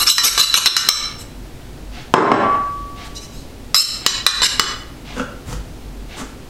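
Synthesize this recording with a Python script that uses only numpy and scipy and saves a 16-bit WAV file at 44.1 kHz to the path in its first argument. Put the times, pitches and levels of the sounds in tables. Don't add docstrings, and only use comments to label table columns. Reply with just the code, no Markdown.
import sys
import numpy as np
from scipy import signal
from scipy.fft import irfft
from scipy.io import wavfile
from scipy.ndimage import uniform_filter1d

SR = 44100
rng = np.random.default_rng(int(sys.argv[2]) if len(sys.argv) > 2 else 0)


def wrap_up_sound(samples):
    columns = np.atleast_2d(samples).T
    tamed = np.clip(columns, -1, 1)
    steps = np.round(tamed * 32767).astype(np.int16)
    wavfile.write(sys.argv[1], SR, steps)


N = 286209


def amp(db):
    return 10 ** (np.asarray(db) / 20)


def unit(x):
    return x / np.sqrt(np.mean(x ** 2) + 1e-20)


def fade(size, t60):
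    return amp(-60 * np.arange(size) / SR / t60)


def read(points, hz):
    frequency, value = np.transpose(points)
    return np.interp(np.log(hz + 1), np.log(frequency), value)


def add(mix, s, sound):
    start = round(s * SR)
    sound = sound[max(-start, 0):]
    part = mix[max(start, 0):][:len(sound)]
    part += sound[:len(part)]


def noise(spectrum, size):
    hz = np.fft.rfftfreq(size, 1 / SR)
    phases = np.exp(2j * np.pi * rng.random(len(hz)))
    return unit(irfft(amp(read(spectrum, hz)) * phases, size))


def burst(spectrum, t60, colour_db=lambda hz: 0):
    hz = abs(np.fft.fftfreq(8192, 1 / SR))
    puff = rng.standard_normal(len(hz)) * fade(len(hz), t60)
    gain = amp(read(spectrum, hz) + colour_db(hz + 1))
    response = np.exp(np.conj(signal.hilbert(np.log(gain))))
    puff = np.fft.ifft(np.fft.fft(puff) * response).real
    return puff / np.linalg.norm(puff)


def ring(tones, colour_db=lambda hz: 0, vary_db=2, detune=0.0042):
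    hz, db, t60 = np.transpose(tones)[:, :, None]
    loud, shift, sign = rng.standard_normal((3, len(hz), 1))
    t = np.arange(8192) / SR
    waves = np.sign(sign) * np.sin(2 * np.pi * hz * (1 + detune * shift) * t) * fade(len(t), t60)
    waves /= np.linalg.norm(waves, axis=1, keepdims=True)
    return (amp(db + colour_db(hz) + vary_db * loud) * waves).sum(0)


# (frequency [Hz], energy [dB], fade time [s])
SPICE_DISH_TONES = [(1177, -14.5, 0.044), (1326, -16, 0.035), (1620, -20, 0.027), (2330, -19.5, 0.11),
                    (2920, -10, 0.036), (4015, -2, 0.042), (5385, -7, .09), (6045, -10.5, .12),
                    (6510, -13, .07), (6790, -17, .05), (7687, -12.5, .16), (8410, -16, .04),
                    (9910, -19.5, .08), (11340, -15, 0.02), (12370, -17, 0.017)]
HERB_DISH_TONES = [(1230, -12, 0.012), (1960, -11.5, 0.013), (2463, -13.5, 0.041), (2977, -10, 0.04),
                   (3995, -2, 0.038), (4220, -9, 0.025), (4940, -9.5, .05), (5223, -6, 0.072),
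                   (5330, -16, 0.092), (5840, -14, 0.12), (6800, -20, 0.083), (7500, -9, 0.074),
                   (8410, -16, 0.1), (11700, -19.5, 0.019)]
# (frequency [Hz], level [dB])
CLICK_COLOUR = [(100, -22.5), (300, -16.5), (480, -2.5), (750, -13), (1100, 2.5), (3000, 3), (5000, 3),
                (7000, 3), (9500, -6), (12500, -11), (16000, -35)]
RIM_HZ, STIFFER_DB = 4040, 2


def dish(s, contact, click_db, click_t60):
    tilt_db, favoured_hz, boost_db = contact
    favour = lambda hz: np.exp(-(np.log2(hz / favoured_hz) / .13) ** 2)
    colour_db = lambda hz: tilt_db * np.log2((hz + 500) / RIM_HZ) + boost_db * favour(hz)
    tones = SPICE_DISH_TONES if s < 2 else HERB_DISH_TONES
    body = ring(tones, colour_db) + amp(click_db) * burst(CLICK_COLOUR, click_t60, colour_db)
    return body / np.linalg.norm(body)


def stroke(length, edge):
    progress = np.clip(np.arange(16384) / SR / length, 0, 1)
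    return abs(np.sin(np.pi * progress)) ** edge


def slips(rate, jitter, spread_db):
    gap, size = rng.standard_normal((2, 1500))
    at = (np.cumsum(np.exp(jitter * gap)) * SR / rate).astype(int)
    clicks = amp(spread_db * size) * rng.choice([-1, 1], len(at))
    return unit(np.bincount(at, clicks, 16384)[:16384])


def squeak(progress, from_hz=1130, to_hz=1550, waver=0.0447):
    wander = unit(uniform_filter1d(rng.standard_normal(len(progress)), size=60))
    hz = (from_hz + (to_hz - from_hz) * progress) * (1 + waver * wander)
    cycles = np.cumsum(hz) / SR
    return unit(sum(np.cos(2 * np.pi * k * (cycles + rng.random())) * min(k, 3) for k in range(1, 12)))


def drag(s, length, contact, hiss_db, squeak_db=-0.5, build_db=5):
    rasp = slips(rate=3200, jitter=.5, spread_db=3)
    progress = np.clip(np.arange(len(rasp)) / SR / length, 0, 1)
    pressure = stroke(length, edge=0.58) * amp(build_db * (progress - .5))
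    friction = unit(rasp + amp(squeak_db) * squeak(progress)) * pressure
    sound = 0
    for share in np.cos(np.pi / 2 * progress), np.sin(np.pi / 2 * progress):
        body = dish(s, contact, click_db=hiss_db, click_t60=0.016)
        body *= fade(len(body), t60=.07)
        sound = sound + signal.fftconvolve(friction * share, body)
    return sound


# (time [s], length [s], level [dB], favoured frequency [Hz])
FORK_SCRAPES = [(-0.02, 0.062, -9, 5250), (0.063, 0.043, -1, 5140), (0.084, 0.051, 5, 7850),
                (0.232, .06, 6.5, 4900), (0.385, 0.063, 5.5, 3610), (0.547, 0.042, 10, 4140),
                (0.659, 0.029, 7, 3980), (3.743, .09, 4.5, 5250), (3.839, 0.073, -21, 5300),
                (4.426, 0.045, 3, 3830)]


def fork_scrapes(typical_s=0.065, boost_db=6.5):
    out = np.zeros(N)
    for s, length, db, hz in FORK_SCRAPES:
        tilt_db = 3 * np.log2(length / typical_s) + STIFFER_DB * np.log2(hz / RIM_HZ)
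        add(out, s, amp(db - 4) * drag(s, length, (tilt_db, hz, boost_db), hiss_db=-2))
    return out


# (frequency [Hz], level [dB])
ROOM_COLOUR = [(18, -2.5), (36, -17), (46, 8), (58, -7), (150, -8.5), (190, -16.5), (240, -9), (330, -14.5),
               (480, -18.5), (750, -22.5), (1100, -28), (1760, -30.5), (4060, -33), (16000, -45)]


def room_noise():
    return amp(-33.5) * noise(ROOM_COLOUR, N)


# (frequency [Hz], fade time [s])
ECHO_TIMES = [(150, 0.5), (500, 0.48), (1500, 0.62), (4000, 0.48), (8000, 0.41), (15000, 0.28)]


def kitchen_echo(sound, build_up_s=0.00062, bounces_per_s=5000):
    t = np.arange(SR) / SR
    bounces = rng.standard_normal(SR) * (rng.random(SR) < bounces_per_s / SR)
    bounces *= 1 - np.exp(-(t / build_up_s) ** 2)
    hz, when, bands = signal.stft(bounces, SR, nperseg=256)
    bands *= amp(-60 * when / read(ECHO_TIMES, hz)[:, None])
    tail = signal.istft(bands, SR, nperseg=256)[1]
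    return signal.fftconvolve(sound, tail / np.linalg.norm(tail))[:N]


def blow():
    chatter = slips(rate=1500, jitter=.5, spread_db=3)
    chatter *= fade(len(chatter), t60=0.1)
    return signal.unit_impulse(len(chatter)) + chatter / np.linalg.norm(chatter)


# (time [s], level [dB], favoured frequency [Hz])
FORK_TAPS = [(0.182, 14, 5170), (0.3775, 4, 4400), (0.5413, 12.5, 3770), (0.659, 11.5, 5530),
             (0.7661, 12, 5400), (0.888, 19.5, 5500), (3.7445, 6.5, 5000), (4.0635, 11.5, 6850),
             (4.265, 16, 3706), (4.419, 1, 3780), (4.596, 10, 2370)]


def fork_taps(rim_tilt_db=-2, boost_db=7.5):
    out = np.zeros(N)
    for s, db, hz in FORK_TAPS:
        tilt_db = rim_tilt_db + STIFFER_DB * np.log2(hz / RIM_HZ)
        body = dish(s, (tilt_db, hz, boost_db), click_db=-2.5, click_t60=0.025)
        add(out, s, amp(db + 13) * signal.fftconvolve(blow(), body))
    return out


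# (frequency [Hz], level [dB])
SWISH_COLOUR = [(300, -46), (700, -3), (1100, -13), (2000, -8.5), (3300, -9), (6000, -19.5), (12000, -43)]


def swishes(first_s=0.87, every_s=1.042):
    out = np.zeros(N)
    for turn in range(6):
        swell = stroke(length=.135, edge=.8)
        add(out, first_s + turn * every_s, amp(-38) * swell * noise(SWISH_COLOUR, len(swell)))
    return out


# (time [s], length [s], level [dB], favoured frequency [Hz])
HERB_SLIDES = [(1.18, 0.051, -31, 7740), (3.033, 0.05, -35.5, 4000), (3.146, 0.044, -27.5, 5950),
               (3.203, 0.066, -32, 5950), (3.29, 0.15, -40.5, 2730)]


def herb_slides(tilt_db=4.5, boost_db=8.5):
    out = np.zeros(N)
    for s, length, db, hz in HERB_SLIDES:
        add(out, s, amp(db - 4.5) * drag(s, length, (tilt_db, hz, boost_db), hiss_db=3.5))
    return out


# (time [s], level [dB])
DISH_KNOCKS = [(2.139, 18.5), (2.18, 15), (2.2, 4.5), (2.234, 1.5), (2.3165, 15.5)]
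# (frequency [Hz], level [dB])
THUD_COLOUR = [(50, -51), (110, -5.5), (170, -4.5), (260, 2), (400, -0.5), (800, -2.5), (1100, 0.5),
               (1500, -7.5), (2200, -14), (4000, -28.5), (8000, -37), (16000, -78)]
# (frequency [Hz], energy [dB], fade time [s])
LANDING_TONES = [(3960, 1.5, 0.18), (5260, 6.5, 0.054), (7900, -10, 0.23), (9700, -20, .15),
                 (11700, -24, .15)]


def dish_set_down(hard_knock_db=18.5, dulling=0.66):
    out = np.zeros(N)
    for s, db in DISH_KNOCKS:
        tilt_db = dulling * (db - hard_knock_db)
        thud = burst(THUD_COLOUR, t60=0.083, colour_db=lambda hz: tilt_db * np.log2(hz / 1000 + 1))
        china = amp(-39.5) * ring(LANDING_TONES) + amp(-38) * burst(CLICK_COLOUR, t60=0.0036)
        add(out, s, amp(db + 14) * (thud + china))
    return out


# (time [s], level [dB])
NUDGES = [(2.434, -9), (2.482, -22.5)]


def crockery_chime(hz=1141.4, t60=1.125, rise_s=.004):
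    t = np.arange(N) / SR
    swing = sum(amp(db - 60 * abs(t - s) / t60) * np.clip((t - s) / rise_s, 0, 1) for s, db in NUDGES)
    return swing * np.sin(2 * np.pi * hz * t)


# (time [s], length [s], hiss [dB], grinding [dB], push [dB])
STIR_STROKES = [(5.131, 0.083, -41, -23, -56), (5.456, 0.11, -36.5, -44, -24),
                (6.159, 0.074, -32, -34.5, -42)]
# (frequency [Hz], level [dB])
FLOUR_COLOUR = [(500, 7.5), (1300, 5.5), (3000, -0.5), (5000, -1.5), (7300, 1.5), (10000, -9.5),
                (16000, -23)]
PUSH_COLOUR = [(25, -29), (45, -2), (80, -19), (165, -14.5), (260, -55), (600, -57)]
GRIT_COLOUR = [(100, -18), (260, 0), (560, 4), (800, -13), (1500, -4), (3000, -17), (7000, -26),
               (16000, -53)]
# (frequency [Hz], energy [dB], fade time [s])
BOWL_TONES = [(252, 2, 0.068), (347, -3, 0.011), (497, -3.5, 0.11), (980, -5, 0.0077), (1250, -13, 0.011),
              (1570, -12, 0.023), (2150, -23, 0.018), (2970, -12, 0.028)]


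def stirring(grind_lag_s=.022):
    out = np.zeros(N)
    for s, length, hiss_db, grind_db, push_db in STIR_STROKES:
        pressure = stroke(length, edge=0.82)
        hiss = amp(hiss_db) * noise(FLOUR_COLOUR, len(pressure))
        push = amp(push_db) * noise(PUSH_COLOUR, len(pressure))
        add(out, s, pressure * (hiss + push))
        body = ring(BOWL_TONES) + amp(2) * burst(GRIT_COLOUR, t60=0.013)
        grit = pressure * slips(rate=770, jitter=.6, spread_db=4.5)
        grind = signal.fftconvolve(grit, body / np.linalg.norm(body))
        add(out, s + grind_lag_s, amp(grind_db) * grind)
    return out


# (time [s], level [dB])
BOWL_BUMPS = [(5.182, 2), (5.528, 3.5)]


def bowl_bumps():
    out = np.zeros(N)
    for s, db in BOWL_BUMPS:
        bump = amp(-12) * ring(BOWL_TONES) + amp(-10) * burst(FLOUR_COLOUR, t60=0.043)
        add(out, s, amp(db) * bump)
    return out


def scene():
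    dishes = fork_taps() + fork_scrapes() + herb_slides()
    knocks = dish_set_down()
    soft_sounds = stirring() + bowl_bumps() + swishes()
    echo = kitchen_echo(amp(-6.5) * dishes + amp(4) * knocks + amp(-2.5) * soft_sounds)
    return (dishes + knocks + crockery_chime() + soft_sounds + echo + room_noise())[None]


def record(dry, limit_db=-13.5, recover_db_per_s=115, attack_s=0.0021, smooth_s=.007, top_hz=15850):
    memory, lag = np.exp(-1 / (smooth_s * SR)), np.exp(-1 / (attack_s * SR))
    power_db = 10 * np.log10(signal.lfilter([1 - memory], [1, -memory], dry[0] ** 2) + 1e-12)
    excess_db = np.maximum(power_db - limit_db, 0)
    recovery_db = np.arange(N) / SR * recover_db_per_s
    cut_db = np.maximum.accumulate(excess_db + recovery_db) - recovery_db
    turned_down = dry * amp(-signal.lfilter([1 - lag], [1, -lag], cut_db))
    treble_cut = signal.firwin(601, top_hz, window=("kaiser", 9), fs=SR)
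    return signal.oaconvolve(np.clip(turned_down, -1, 1), treble_cut[None], "same")


dry = scene()
out = record(dry)
wrap_up_sound(out)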